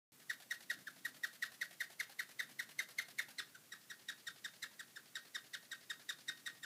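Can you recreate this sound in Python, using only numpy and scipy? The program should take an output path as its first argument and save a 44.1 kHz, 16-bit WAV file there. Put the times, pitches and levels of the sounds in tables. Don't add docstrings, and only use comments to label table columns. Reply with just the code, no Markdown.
import sys
import numpy as np
from scipy import signal
from scipy.fft import rfft, irfft
from scipy.io import wavfile

SR = 44100
rng = np.random.default_rng(int(sys.argv[2]) if len(sys.argv) > 2 else 0)


def store_pcm(level_fs):
    pcm = np.round(np.clip(level_fs, -1, 1) * 32767).astype(np.int16)
    wavfile.write(sys.argv[1], SR, np.atleast_2d(pcm).T)


N = 293265

# start in seconds, starting pitch of the squeak in Hz,
# force in dB compared with a full swing.
FORWARD_SWINGS = [(0.2962, 1966, 0), (0.5079, 2026, -0.5), (.699, 1967, 1), (0.8684, 1763, -8),
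                  (1.049, 1960, -1), (1.2343, 1956, .5), (1.4224, 1993, 1), (1.612, 2035, 0),
                  (1.803, 2079, -1), (1.9967, 2136, -0.5), (2.1902, 2108, -1), (2.3919, 2109, -0.5),
                  (2.5905, 2075, -1), (2.789, 2145, 1.5), (2.9831, 2180, 0.5), (3.1851, 2169, 0.5),
                  (3.3832, 2095, 1.6), (3.547, 1560, -12.5), (3.719, 2000, -4), (3.8989, 2000, -4),
                  (4.0845, 1973, 1), (4.2677, 1982, 0), (4.4434, 1972, 0.5), (4.6238, 2066, 0),
                  (4.792, 1964, -4), (4.9583, 1820, -6), (5.1526, 1960, 0.5), (5.3463, 1977, 1.5),
                  (5.5343, 1992, 0), (5.7139, 1952, -1), (5.8981, 1942, 1), (6.0891, 1996, 3),
                  (6.2799, 2020, 2.5), (6.46, 1982, 1), (6.6294, 1865, -3.5)]
# overall level in dB,
# base pitch of the grunt in Hz, extra gain for the grunt in dB.
TYPICAL_SWING_BACK = [(-43.5, 720, -2), (-47.5, 770, -4)]
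TWIRL_START_S = 3.3
EASY_SLIP_S = (0.0345, 0.038)


def amp(db):
    return 10 ** (np.asarray(db) / 20)


def unit_level(x):
    return x / np.sqrt(np.mean(x ** 2) + 1e-20)


def value_at(points, hz):
    points_hz, values = np.transpose(points)
    return np.interp(np.log(hz + 1), np.log(points_hz), values)


def add(mix, start_s, sound):
    part = mix[round(start_s * SR):][:len(sound)]
    part += sound[:len(part)]


def together(sounds):
    first_s = min(s for s, _ in sounds)
    mix = np.zeros(max(round((s - first_s) * SR) + len(sound) for s, sound in sounds))
    for s, sound in sounds:
        add(mix, s - first_s, sound)
    return first_s, mix


def noise(spectrum, size):
    gain = amp(value_at(spectrum, np.fft.rfftfreq(size, 1 / SR)))
    return unit_level(irfft(rfft(rng.standard_normal(size)) * gain, size))


def wander(size, hz):
    smoothing = signal.butter(2, min(hz, SR / 3), fs=SR, output="sos")
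    return unit_level(signal.sosfilt(smoothing, rng.standard_normal(size)))


def haste(pitch_hz, easy_hz=1987.4):
    return max(pitch_hz / easy_hz - 1, 0)


def room_hiss(level_db=-65.5):
    # frequency in Hz, relative strength in dB.
    hiss_spectrum = [(35, -59), (60, -42), (115, -4.5), (163, -2), (950, -13.5), (1200, -10.5),
                     (1860, -10.5), (2090, -11), (2350, -12.5), (3740, -12.5), (6370, -12), (13700, -13),
                     (15400, -14.5)]
    return amp(level_db) * noise(hiss_spectrum, N)


def hand_rustle(trim_db=-2, lumps_db=2):
    # time in seconds, level in dB before the trim.
    swells = [(0.15, -74.5), (0.6, -84), (0.78, -63.5), (0.85, -74.5), (1.24, -68), (1.32, -81),
              (2.18, -90), (2.48, -70), (2.9, -78.5), (3.24, -73.5), (3.7, -81.5), (5.7, -84), (6.3, -73.5),
              (6.6, -75)]
    # frequency in Hz, relative strength in dB.
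    rustle_spectrum = [(30, -50), (70, -57), (130, -1), (200, -7.5), (270, 0), (400, -12.5), (900, -30.5),
                       (2500, -39)]
    db = np.interp(np.arange(N) / SR, *np.transpose(swells))
    rustle = noise(rustle_spectrum, N)
    lumps = amp(lumps_db * wander(N, 20))
    return amp(db + trim_db) * unit_level(rustle * lumps)


def dry_scrape(envelope, twirled):
    # frequency in Hz, relative dB when shaken, and when twirled.
    scrape_spectra = [(206, -57, -12), (637, 6.5, -4.5), (920, -8, -16), (1720, 12.5, 5), (2400, 7, -1),
                      (4620, 8, 4), (5940, 4, -2.5), (7100, 1.5, -7), (11500, 3, -8), (15200, -4.5, -26)]
    spectrum = [(hz, db[twirled]) for hz, *db in scrape_spectra]
    grain = amp(1.3 * wander(len(envelope), 500))
    return noise(spectrum, len(envelope)) * envelope * grain


def back_slips(twirled, wind_up_s=0.2, wind_up_db=-48.5, gap_share=0.378, turn_wait_s=0.0264):
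    typical_db, grunt_hz, grunt_db = TYPICAL_SWING_BACK[twirled]
    slips = [] if twirled else [(wind_up_s, wind_up_db, grunt_hz, grunt_db)]
    for before, after in zip(FORWARD_SWINGS, FORWARD_SWINGS[1:]):
        if (before[0] > TWIRL_START_S) == twirled:
            _, pitch_hz, force_db = np.mean([before, after], axis=0)
            start_s = before[0] + gap_share * (after[0] - before[0]) + turn_wait_s
            db = typical_db + 0.9 * force_db + 18 * haste(pitch_hz)
            higher, louder = rng.standard_normal(2)
            slips.append((start_s, db, grunt_hz * np.exp(0.092 * higher), grunt_db + 2.3 * louder))
    return slips


def swing_back(slip, twirled, scrape_db=-15, grunt_db=-18, grunt_s=0.0267, catch_s=0.0046,
               slide_db=-1.5, slide_peak_s=0.028, slide_width_s=0.013):
    start_s, db, base_hz, extra_grunt_db = slip
    t = np.arange(SR // 10) / SR
    catch = t / catch_s * np.exp(1 - t / catch_s)
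    slide = amp(slide_db) * np.exp(-((t - slide_peak_s) / slide_width_s) ** 2) * np.minimum(t / catch_s, 1)
    scrape = dry_scrape(np.hypot(catch, slide), twirled)
    speed = np.maximum(1 - (t / grunt_s) ** 2, 0)
    hz = 1.12 * base_hz * speed * (1 + 0.22 * wander(len(t), 400))
    phase = 2 * np.pi * np.cumsum(hz) / SR
    grunt = (np.sin(phase) + 0.5 * np.sin(2 * phase)) * catch * speed
    sound = amp(scrape_db) * scrape + amp(grunt_db + extra_grunt_db) * grunt
    return start_s - 0.003, amp(db) * sound


def bar_thud(start_s, force_db, twirled, full_force_db=(-63, -64.5), rise_s=0.0028):
    # frequency in Hz, relative dB when shaken, and when twirled.
    thud_spectra = [(50, -45, -31), (131, -5, 3), (260, -2, 2.5), (645, 1.5, -3), (1020, -6, -14),
                    (1630, 3, 0), (5000, -60, -60)]
    spectrum = [(hz, db[twirled]) for hz, *db in thud_spectra]
    t = np.arange(SR // 20) / SR
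    envelope = t / rise_s * np.exp(1 - t / rise_s)
    return start_s, amp(full_force_db[twirled] + force_db) * noise(spectrum, len(t)) * envelope


def forward_slips(twirled, shortening=1.2):
    # level in dB when shaken, and when twirled, dB added per dB of force, dB added per unit of haste.
    squeak_parts = [(-38.5, -45.5, 0.96, 4), (-50.5, -48.5, 1.76, 13), (-48, -50.5, 1, 22.5)]
    slips = []
    for start_s, pitch_hz, force_db in FORWARD_SWINGS:
        if (start_s > TWIRL_START_S) == twirled:
            levels_db = [db[twirled] + per_force * force_db + per_haste * haste(pitch_hz)
                         for *db, per_force, per_haste in squeak_parts]
            slip_s = EASY_SLIP_S[twirled] * np.exp(-shortening * haste(pitch_hz))
            slips.append((start_s, pitch_hz, slip_s, *levels_db))
    return slips


def creeping_scratch(slip, twirled, relative_db=-8, swell_s=0.004):
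    start_s, *_, edge_db = slip
    t = np.arange(-5 * swell_s, swell_s, 1 / SR)
    envelope = amp(edge_db + relative_db) * np.exp(-abs(t) / swell_s)
    return start_s + t[0], dry_scrape(envelope, twirled)


def hanger_ring(twirled, base_db=-17, base_above_hz=1500, size=16384):
    # frequency in Hz, width in Hz,
    # relative strength in dB when shaken, and when twirled.
    resonances = [(600, 32, -8.5, -22), (1340, 190, -17, -5), (1569, 136, -2, 3.5), (1721, 68, 3.5, 4.5),
                  (1867.5, 8.5, 0, 7), (1887, 140, 3.5, -4.5), (2120, 100, 2.5, 1.5), (3689, 210, 0, 2),
                  (4285, 130, -1.5, -5), (5180, 780, -10.5, -2), (6220, 360, -7.5, -40),
                  (7730, 2100, -15.5, -3.5), (11700, 3800, -10.5, -11)]
    hz = abs(np.fft.fftfreq(size, 1 / SR))
    broad_base = amp(base_db) ** 2 * hz ** 4 / (hz ** 4 + base_above_hz ** 4)
    peaks = sum(amp(db[twirled]) ** 2 / (1 + (2 * (hz - peak_hz) / width_hz) ** 2)
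                for peak_hz, width_hz, *db in resonances)
    log_gain = np.log(broad_base + peaks) / 2
    spectrum = np.exp(signal.hilbert(log_gain).conj())
    return np.fft.ifft(spectrum).real


def wood_blur(x, share, decay_s=0.0024, above_hz=2700):
    t = np.arange(SR // 60) / SR
    ringing = rng.standard_normal(len(t)) * np.exp(-t / decay_s)
    treble = signal.sosfiltfilt(signal.butter(4, above_hz, "high", fs=SR, output="sos"), x)
    blurred = signal.fftconvolve(treble, ringing / np.linalg.norm(ringing))[:len(x)]
    return x - treble + np.sqrt(1 - share) * treble + np.sqrt(share) * blurred


def squeak(slip, ring, twirled, wire_hz=1875, pull=0.55, reach_hz=130, jitter=0.011, strain=0.25,
           creep_db=-19, creep_s=0.004, attack_s=0.002, flutter_db=1.65, fade=0.88, edge_fade=1.65):
    # dip in dB on leaving the wire's own note,
    # pitch in Hz at which it stalls, raggedness at a standstill from 0 to 1.
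    endings = [(-5, 1220, 0.11), (-5.5, 1220, 0.32)]
    dip_db, stall_hz, raggedness = endings[twirled]
    start_s, pitch_hz, slip_s, tone_db, octave_db, edge_db = slip
    t = np.arange(-3 * creep_s, slip_s, 1 / SR)
    speed = 1 - (t / slip_s) ** 2
    glide_hz = pitch_hz * speed
    detune = (glide_hz - wire_hz) / reach_hz
    hz = glide_hz - pull * reach_hz * detune * np.exp(-detune ** 2)
    dip = amp(dip_db * np.exp(-(2 * (detune + 1)) ** 2))
    uneven = jitter + strain * max(pitch_hz / wire_hz - 1, 0) + raggedness * (1 - speed)
    hz = hz * (1 + uneven * wander(len(t), 946))
    phase = 2 * np.pi * np.cumsum(hz) / SR
    creep = amp(creep_db) * np.exp(np.minimum(t, 0) / creep_s)
    loose = 1 - np.exp(-(np.maximum(t, 0) / attack_s) ** 2)
    moving = 0.5 + 0.5 * np.tanh((glide_hz - stall_hz) / reach_hz)
    envelope = (creep + loose) * moving * amp(flutter_db * wander(len(t), 350))
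    jerks = sum(np.cos(k * phase) * (k * hz < SR / 2) / k ** 1.3 for k in range(3, 16))
    grit = (1 + np.cos(phase)) * noise([(900, -18), (2600, 7.0), (6000, 1.5), (15000, 1)], len(t))
    rasp = unit_level(jerks) + 0.9 * unit_level(grit)
    tone = signal.fftconvolve(np.sin(phase) * envelope * dip * speed ** fade, ring)
    octave = signal.fftconvolve(np.sin(2 * phase) * envelope * speed ** (2 * fade), ring)
    edge = signal.fftconvolve(rasp * envelope * speed ** edge_fade, ring)
    octave = wood_blur(octave, share=0.36)
    edge = wood_blur(edge, share=0.21)
    parts = [(tone, tone_db), (octave, octave_db), (edge, edge_db)]
    return start_s + t[0], sum(amp(db) * x * np.sqrt(0.016 * SR / np.sum(x ** 2)) for x, db in parts)


def settling_scrape(slip, twirled, relative_db=(-8, -10), rub_db=-8, peak_s=0.036, width_s=0.015):
    start_s, _, slip_s, _, _, edge_db = slip
    t = np.arange(SR // 10) / SR
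    rub = amp(rub_db) * np.sin(np.pi * np.minimum(t / slip_s, 1))
    last_scrape = np.exp(-((t - peak_s) / width_s) ** 2)
    envelope = amp(edge_db + relative_db[twirled]) * np.hypot(rub, last_scrape)
    return start_s, dry_scrape(envelope, twirled)


def bedroom(x, twirled, tail_db=(-12.5, -14.0), gap_s=0.006):
    # frequency in Hz, seconds to fade by 60 dB.
    fade_times = [(300, 0.62), (1800, 0.21), (4000, 0.25), (8000, 0.15), (15000, 0.084)]
    # delay in seconds, level in dB when shaken, and when
    echoes = [(.0042, -18.5, -20.5), (.0075, -9, -10.5), (0.0236, -34, -11.5)]
    t = np.arange(SR // 3) / SR
    reflections = rng.standard_normal(len(t)) * (rng.random(len(t)) < 0.2) * (t > gap_s)
    hz, frame_s, bands = signal.stft(reflections, SR, nperseg=256)
    decay = amp(-60 * frame_s / value_at(fade_times, hz)[:, None])
    _, tail = signal.istft(bands * decay, SR, nperseg=256)
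    response = amp(tail_db[twirled]) * tail / np.linalg.norm(tail)
    response[0] += 1
    dulling = signal.windows.hann(15) / signal.windows.hann(15).sum()
    for delay_s, *db in echoes:
        add(response, delay_s + rng.normal(0, 0.00037), amp(db[twirled]) * dulling)
    return signal.fftconvolve(x, response)


def hanger_swings(twirled, thud_after_share=(0.48, 0.35), back_thud_db=-5):
    ring = hanger_ring(twirled)
    forces_db = [db for start_s, _, db in FORWARD_SWINGS if (start_s > TWIRL_START_S) == twirled]
    strokes = []
    for slip, force_db in zip(forward_slips(twirled), forces_db):
        thud_s = slip[0] + thud_after_share[twirled] * EASY_SLIP_S[twirled]
        thud = bar_thud(thud_s, force_db, twirled)
        scratch = creeping_scratch(slip, twirled)
        strokes.append([scratch, squeak(slip, ring, twirled), thud, settling_scrape(slip, twirled)])
    for slip in back_slips(twirled):
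        start_s, db, _, _ = slip
        force_db = db - TYPICAL_SWING_BACK[twirled][0]
        thud = bar_thud(start_s, back_thud_db + force_db, twirled)
        strokes.append([thud, swing_back(slip, twirled)])
    mix = np.zeros(N)
    for start_s, sound in map(together, strokes):
        add(mix, start_s, bedroom(sound, twirled))
    return mix


def scene():
    shaken = hanger_swings(twirled=False)
    twirled = hanger_swings(twirled=True)
    return (shaken + twirled + hand_rustle() + room_hiss())[None]


def record(dry, silent_s=0.12, low_cut_hz=48, high_cut_hz=15550):
    audible = np.arange(N) / SR > silent_s
    bass_cut = signal.butter(2, low_cut_hz, "high", fs=SR, output="sos")
    treble_cut = signal.firwin(511, high_cut_hz, window=("kaiser", 9), fs=SR)
    thinned = signal.sosfilt(bass_cut, dry * audible)
    return signal.oaconvolve(thinned, treble_cut[None], "same")


dry = scene()
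out = record(dry)
store_pcm(out)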